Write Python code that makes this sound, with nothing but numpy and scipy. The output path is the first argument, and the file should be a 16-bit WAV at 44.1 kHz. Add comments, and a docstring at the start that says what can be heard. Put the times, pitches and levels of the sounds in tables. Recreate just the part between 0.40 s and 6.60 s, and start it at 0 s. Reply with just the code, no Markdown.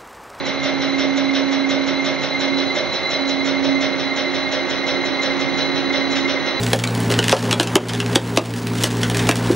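"""The rotor of an industrial shredder rumbles at 170 turns a minute, heard from above the steel hopper.
Twice a turn it rubs on steel, and the friction drives the housing's resonances. Gear teeth hum at their
meshing rate, the motor's inverter whines, a dry bearing squeaks, and the hall rumbles behind.
The machine works harder in the last seconds, as its ram slides wood toward the rotor."""
import sys
import numpy as np
from scipy import signal
from scipy.fft import rfft, irfft
from scipy.io import wavfile

SR = 44100
rng = np.random.default_rng(int(sys.argv[2]) if len(sys.argv) > 2 else 0)


def generate_wav(sig):
    """Save sig (samples, or channels by samples) to the path in sys.argv[1] as 16-bit PCM at SR."""
    pcm = np.round(np.clip(np.atleast_2d(sig).T, -1, 1) * 32767).astype(np.int16)
    wavfile.write(sys.argv[1], SR, pcm)


N = 273420
T = np.arange(N) / SR
FREQS = np.maximum(np.arange(N // 2 + 1) * SR / N, 1)
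TURN_S = .3529


def undb(db):
    """Amplitude ratio of a level in decibels."""
    return 10 ** (np.asarray(db) / 20)

def unit(x):
    """Normalisation to an rms of 1."""
    return x / np.sqrt(np.mean(x ** 2))

def curve(table):
    """Linear interpolation of (seconds, value) rows at every sample."""
    return np.interp(T, *np.transpose(table))

def over_hz(points):
    """Interpolation of (Hz, value) rows along a logarithmic frequency axis."""
    hz, value = np.transpose(points)
    return np.interp(np.log(FREQS), np.log(hz), value)

def colour(x, points):
    """Filtering by a spectral envelope, at unit rms."""
    return unit(irfft(rfft(x) * undb(over_hz(points)), N))

def resonate(x, modes):
    """Forced response of damped modes (Hz, bandwidth in Hz, relative dB), at unit rms."""
    response = sum(undb(db) / (1 + 1j * (FREQS / hz - hz / FREQS) * hz / width)
                   for hz, width, db in modes)
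    cutoff_hz = 1.4 * max(hz for hz, width, db in modes)
    return unit(irfft(rfft(x) * response / (1 + (FREQS / cutoff_hz) ** 8), N))

def drift(rate_hz):
    """Low-pass Gaussian noise: a random fluctuation of unit rms."""
    return unit(irfft(rfft(rng.standard_normal(N)) * np.exp(-(FREQS / rate_hz) ** 2), N))

def tone(hz, waver):
    """A sinusoid under slow random phase and amplitude modulation."""
    phase = 2 * np.pi * (hz * T + rng.random()) + waver * drift(17)
    return np.sqrt(2) * np.sin(phase) * undb(6.9 * waver * drift(2.6))

def rotor_tones(orders):
    """Rotational orders: tones at whole multiples of the turning rate."""
    return sum(undb(db) * tone(round(order) / TURN_S, waver=.35) for order, db in orders)

def roughness(memory, fresh):
    """Quasi-periodic force: bumps recur each turn with correlation `memory`, mixed with fresh noise."""
    size = round(TURN_S * SR)
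    turns = rng.standard_normal((N // size + 1, size))
    keep = min(memory, .995)
    for k in range(1, len(turns)):
        turns[k] = keep * turns[k - 1] + np.sqrt(1 - keep ** 2) * turns[k]
    return np.sqrt(1 - fresh) * turns.ravel()[:N] + np.sqrt(fresh) * rng.standard_normal(N)

def contact(age, rise, hold, decay):
    """Contact pressure: linear rise, plateau and exponential decay, timed in seconds."""
    return np.clip(age / rise, 0, 1) * np.exp(-np.maximum(age - rise - hold, 0) / decay)

def bump(offset, width):
    """A Gaussian pulse of height 1."""
    return np.exp(-(offset / width) ** 2)

def load(midpoint_s=4.35, rise_s=.9):
    """Mechanical load: a ramp from 0 at idle to 1 with the ram close to the rotor."""
    return np.clip((T - midpoint_s) / rise_s + .5, 0, 1)


# Spectrum of the rumble. Each row: frequency in Hz, relative density in dB.
RUMBLE_SPECTRUM = [(100, -15.5), (170, -1), (250, 7), (450, 7.5), (750, 6.5), (1000, 4), (1600, 3.5),
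                   (2500, -4.5), (3700, -3.5), (4800, -13), (5600, -28), (6150, -5), (6500, -66),
                   (7800, -66)]
# Low modes of the housing. Each row: frequency in Hz, bandwidth in Hz, relative gain in dB.
LOW_MODES = [(316.6, 12, 2), (349, 25, 13.5), (395.4, 14, 6)]

def rotor():
    """Forced vibration: the rotor shakes the housing into a rumble and a drone that grow with load."""
    rumble = colour(roughness(memory=.927, fresh=.59), RUMBLE_SPECTRUM)
    drone = resonate(roughness(memory=.88, fresh=.074), LOW_MODES)
    return rumble * undb(-29.5 + 1.5 * load()) + drone * undb(-37.5 + 3.5 * load())


# Swells of the mesh fundamental. Each row: time in seconds, level in dB.
HUM_LEVELS = [(0, -37), (.24, -26.5), (.75, -22), (1.28, -22.5), (1.62, -25.5), (1.9, -32), (2.17, -22),
              (2.48, -39.5), (2.68, -40.5), (2.81, -25.5), (3.14, -24.5), (3.33, -20), (3.5, -28.5),
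              (4.3, -31.5), (5.3, -27.5), (5.8, -25), (6.2, -37)]
# Overtones of the mesh. Each row: harmonic number, level in dB.
MESH_HARMONICS = [(2, -38.5), (3, -48.5), (4, -46), (5, -49.5), (6, -51.5), (9, -57.5), (10, -53),
                  (20, -59)]
# Tones locked to the rotor. Each row: cycles per turn, level in dB.
DRIVE_ORDERS = [(48, -53.5), (128, -39), (144, -48), (266, -47.5), (277, -49.5), (288, -49)]

def gears(mesh_hz=272.85):
    """Periodic tooth contact gives a harmonic series, whose fundamental swells and fades."""
    hum = tone(mesh_hz, waver=.014) * undb(curve(HUM_LEVELS))
    overtones = sum(undb(db) * tone(round(k) * mesh_hz, waver=.065) for k, db in MESH_HARMONICS)
    return hum + overtones + rotor_tones(DRIVE_ORDERS)


# Switching tones. Each row: carrier multiple, sideband number, idle level in dB, load change in dB.
SIDEBANDS = [(1, -1, -46, 6.5), (1, 1, -39.5, 1), (1, 3, -54.5, -0.5), (2, -2, -65, 11), (2, 2, -50, 0.5),
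             (3, -1, -61, 1), (3, 1, -54.5, -5)]
# Swells of the main whine. Each row: time in seconds, relative level in dB.
WHINE_LEVELS = [(0, -36.5), (.4, -34.5), (.7, -35.5), (1.75, -34.5), (1.9, -28), (2.07, -33.5),
                (2.25, -28.5), (2.4, -32), (2.6, -28.5), (2.72, -32), (3.2, -33), (4.3, -33.5),
                (4.85, -30.5), (5.05, -35), (5.2, -28.5), (5.43, -31), (5.97, -35), (6.15, -31)]

def inverter(carrier_hz=1999.3, sideband_hz=102.2, throbs_per_turn=4):
    """Modulated switching gives sidebands; the whine at twice the carrier throbs as the shaft turns."""
    working = load(midpoint_s=3.55, rise_s=.5)  # these tones shift before the rumble grows
    sidebands = 0
    for multiple, side, db, load_db in SIDEBANDS:
        hz = round(multiple) * carrier_hz + round(side) * sideband_hz
        sidebands += undb(db + load_db * working) * tone(hz, waver=.14)
    flutter = resonate(roughness(memory=.97, fresh=.02), [(4005, 48, 0)])
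    throb = 1 + .22 * np.cos(2 * np.pi * throbs_per_turn * (T - .087) / TURN_S)
    whine = throb * (undb(-2.3) * tone(2 * carrier_hz, waver=.25) + undb(-2) * flutter)
    flicker_db = .43 * drift(4.5)
    return sidebands + whine * undb(curve(WHINE_LEVELS) + flicker_db)


# Spectrum of the hall's rumble. Each row: frequency in Hz, relative density in dB.
HALL_SPECTRUM = [(20, -13), (40, -24.5), (58, -22), (68, -8.5), (76, -13.5), (86, -7.5), (100, -11.5),
                 (125, -6.5), (140, -5.5), (156, -6.5), (168, -3.5), (220, -4), (400, -5), (1000, -100)]
# Wavering of the fan's hum. Each row: time in seconds, level in dB.
FAN_LEVELS = [(0, -44), (1.1, -62), (1.6, -47), (2.1, -43.5), (2.5, -67.5), (3.1, -47.5), (4.1, -67),
              (5.2, -41.5), (5.7, -58.5), (6.2, -49)]

def hall(fan_hz=142.2):
    """Ambient noise: a continuous low spectrum with one tonal component from a fan."""
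    rumble = undb(-43.5) * colour(rng.standard_normal(N), HALL_SPECTRUM) * undb(.81 * drift(3.6))
    return rumble + undb(curve(FAN_LEVELS)) * tone(fan_hz, waver=.33)


# Rubs, weak and strong in turn. Each row: start in seconds, relative rasp, bite and ring levels in dB.
ROTOR_RUBS = [(0.049, -28, -40, -36), (0.223, -25.5, -41.5, -31.5), (0.401, -27.5, -47.5, -37),
              (0.575, -24.5, -41.5, -33.5), (0.758, -28.5, -38, -36), (0.931, -25, -49.5, -34.5),
              (1.107, -28, -41, -39), (1.286, -25.5, -38.5, -32), (1.46, -28, -41, -38.5),
              (1.638, -25.5, -40, -32), (1.813, -28.5, -40.5, -34), (1.991, -26, -38, -35),
              (2.164, -28, -46, -35.5), (2.344, -26, -39, -31), (2.519, -28, -42.5, -41),
              (2.694, -26.5, -40, -32.5), (2.875, -29, -35, -37), (3.05, -28.5, -40.5, -34),
              (3.225, -26.5, -45.5, -35), (3.402, -25.0, -38.5, -32), (3.576, -29, -55, -40),
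              (3.755, -26, -40, -36.5), (3.931, -28.5, -46, -39), (4.109, -27.5, -44, -34),
              (4.287, -26.5, -38.5, -38), (4.46, -25.5, -42, -32), (4.64, -29.5, -40, -40),
              (4.814, -26, -37, -31.5), (4.988, -29, -39.5, -36.5), (5.165, -26.5, -43.5, -32.5),
              (5.342, -28.5, -54, -42), (5.518, -25.5, -45.5, -33), (5.703, -31, -36, -34.5),
              (5.87, -25, -51.5, -32.5), (6.049, -28.5, -52, -35.5)]
# Envelopes of the weak and the strong rasp. Each row: hold in seconds, decay time in seconds.
RASP_SHAPES = [(.007, 0.053), (.011, 0.052)]
# Stray scratches. Each row: start in seconds, relative rasp and bite levels in dB.
STRAY_SCRATCHES = [(3.04, -35.5, -45.5), (4.116, -37.5, -48), (5.752, -25.5, -38.5)]
# Spectra of the rasp and its bright bite. Each row: frequency in Hz, relative density in dB.
RASP_SPECTRUM = [(400, -18.5), (800, -5.5), (1500, 9.5), (2300, 4), (3100, 7.5), (3750, 11.5), (4200, 5),
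                 (4600, -3), (5000, -0.5), (5450, 5.5), (6000, -0.5), (6400, -5.5), (7000, -43.5),
                 (7800, -78.5)]
BITE_SPECTRUM = [(2000, -35.5), (4000, -9.5), (5200, -5.5), (5750, 9), (6350, -3.5), (6800, 7.5),
                 (7300, -5), (7800, -13.5)]
# Hollow modes of the housing. Each row: frequency in Hz, bandwidth in Hz, relative gain in dB.
HOLLOW_MODES = [(526.4, 9.8, 3.5), (556, 12, -9), (636, 12, 9), (740, 490, -2)]
# Rotor tones that throb with those modes. Each row: cycles per turn, relative level in dB.
HOLLOW_ORDERS = [(182, -6.5), (185, -9.5), (204, -2), (208, -9), (210, -10.5), (216, -2), (226, -15)]

def rubbing(bite_lead_s=.0072, graze_lead_s=.017):
    """Sliding friction: twice a turn the rotor bites and rasps on steel, exciting the housing's modes."""
    rasp_gain, bite_gain = 0, 0
    ring_gain = undb(-45.5)  # the housing rings softly between rubs
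    for place, (hold, decay) in enumerate(RASP_SHAPES):
        rubs = np.array(ROTOR_RUBS)[place::2]
        latest = np.maximum(np.searchsorted(rubs[:, 0], T + bite_lead_s) - 1, 0)
        start, rasp_db, bite_db, ring_db = rubs[latest].T
        age = T - start
        rasp_gain += undb(rasp_db) * contact(age, .026, hold, decay)
        bite_gain += undb(bite_db) * contact(age + bite_lead_s, rise=.027, hold=.0015, decay=.01)
        ring_gain += undb(ring_db) * contact(age, rise=.028, hold=.055, decay=.04)
    # a light graze precedes each rub
    rasp_gain += undb(-39.5) * sum(bump(T - start + graze_lead_s, .0073) for start, *_ in ROTOR_RUBS)
    for start, rasp_db, bite_db in STRAY_SCRATCHES:
        scratch = contact(T - start, rise=.0076, hold=.0062, decay=.036)
        rasp_gain += undb(rasp_db) * scratch
        bite_gain += undb(bite_db) * scratch
    rasp = colour(roughness(memory=.96, fresh=.76), RASP_SPECTRUM)
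    edge = resonate(roughness(memory=.995, fresh=.5), [(3640, 85, .075), (2076, 87, 2)])
    sing = edge * undb(-11) * rasp_gain / rasp_gain.max()  # the edge sings as pressure squared
    bite = colour(roughness(memory=.995, fresh=.47), BITE_SPECTRUM)
    ring = undb(-2) * resonate(roughness(memory=.888, fresh=.23), HOLLOW_MODES)
    ring += rotor_tones(HOLLOW_ORDERS)
    return rasp_gain * (rasp + sing) + bite_gain * bite + ring_gain * ring * undb(-.6 - 2.3 * load())


# Squeaks of the bearing. Each row: peak time in seconds, pitch in Hz, half width in seconds, level in dB.
BEARING_SQUEAKS = [(0.223, 2109, 0.0074, -25), (0.547, 2104, 0.011, -24), (0.898, 2110, 0.0055, -20),
                   (0.932, 2075, 0.0037, -24.5), (1.25, 2110, 0.0078, -21), (1.49, 2105, 0.0082, -23.5),
                   (1.604, 2113, 0.014, -21.5), (1.956, 2101, 0.011, -21), (2.134, 2110, 0.0064, -22.5),
                   (2.31, 2076, 0.012, -21.5), (2.663, 2086, 0.0099, -20.5), (3.016, 2096, 0.012, -22),
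                   (3.169, 2090, 0.0051, -22), (3.37, 2080, 0.025, -24), (3.722, 2099, 0.016, -21.5),
                   (3.788, 2081, 0.009, -30), (3.873, 2064, 0.02, -25.5), (3.937, 2100, 0.006, -24.5),
                   (4.072, 2112, 0.021, -25), (4.291, 2080, 0.018, -26), (4.447, 2096, 0.017, -23),
                   (4.565, 2080, 0.012, -23.5), (4.642, 2106, 0.0061, -22), (4.801, 2087, 0.013, -22),
                   (4.913, 2091, 0.012, -24), (4.998, 2076, 0.0084, -24), (5.155, 2083, 0.019, -25.5),
                   (5.264, 2120, 0.0097, -23), (5.51, 2090, 0.0076, -21), (5.549, 2091, 0.0081, -22.5),
                   (5.62, 2086, 0.011, -22.5), (5.86, 2104, 0.0082, -21), (5.972, 2080, 0.017, -25.5)]

def bearing(mode_hz=2104):
    """Friction-excited resonance: a dry bearing sings faintly and at times locks into a short squeak."""
    squeaks, grip = 0, 0
    judder = .1 * drift(110)  # phase modulation roughens the squeaks
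    for peak_s, hz, width, db in BEARING_SQUEAKS:
        swell = undb(db) * bump(T - peak_s, width)
        squeaks += swell * np.sqrt(2) * np.sin(2 * np.pi * (hz * T + rng.random()) + judder)
        grip += swell
    sing = undb(-32) * resonate(roughness(memory=.9, fresh=.042), [(mode_hz, 60, 0)])
    return sing * np.exp(-grip / undb(-23.5)) + squeaks


def hopper(x, t60=.14):
    """Reverberation: dense reflections between the steel walls decay exponentially."""
    age = T[:SR // 2]
    echoes = rng.standard_normal(len(age)) * np.exp(-np.log(1000) * age / t60)
    return signal.fftconvolve(x, echoes / np.linalg.norm(echoes))[:N]


# Sound field at two close points. Each row: frequency in Hz, left minus right level in dB,
# phase lead of the left in radians, gain in dB of the reflections that differ between them.
STEREO_FIELD = [(35, 0, -2.1, -20), (50, 0, -2.75, -20), (90, -.5, -2.85, -20), (130, -3.5, -2.8, -20),
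                (220, -8.5, -2.3, -16), (273, -11, -1.6, -24), (350, -11, -.8, -15), (500, -6, -.35, -12.5),
                (800, -2.3, .05, -11.5), (2000, -1.4, .35, -8), (4000, -1.1, .62, -6), (6000, -.5, .95, -5)]

def scene():
    """Superposition at two close points: the bass is nearly in antiphase and the reflections differ."""
    steady = gears() + bearing() + hall()
    mid = steady + rotor() + rubbing() + inverter()  # the whine arrives only directly
    reflected = hopper(steady + rotor() + rubbing())  # walls return noise from other parts of the rotor
    hz, *columns = np.transpose(STEREO_FIELD)
    balance_db, lead, echo_db = (over_hz(np.c_[hz, column]) for column in columns)
    left_over_right = undb(balance_db) * np.exp(1j * lead)
    direct_side = rfft(mid) * (left_over_right - 1) / (left_over_right + 1)
    side = irfft(direct_side + rfft(reflected) * undb(echo_db), N)
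    return np.array([mid + side, mid - side])

def record(dry, cutoff_hz=7800):
    """Band limiting: a steep elliptic low-pass filter removes the top treble."""
    return signal.sosfilt(signal.ellip(10, .2, 80, cutoff_hz, fs=SR, output="sos"), dry)


dry = scene()
out = record(dry)
generate_wav(out)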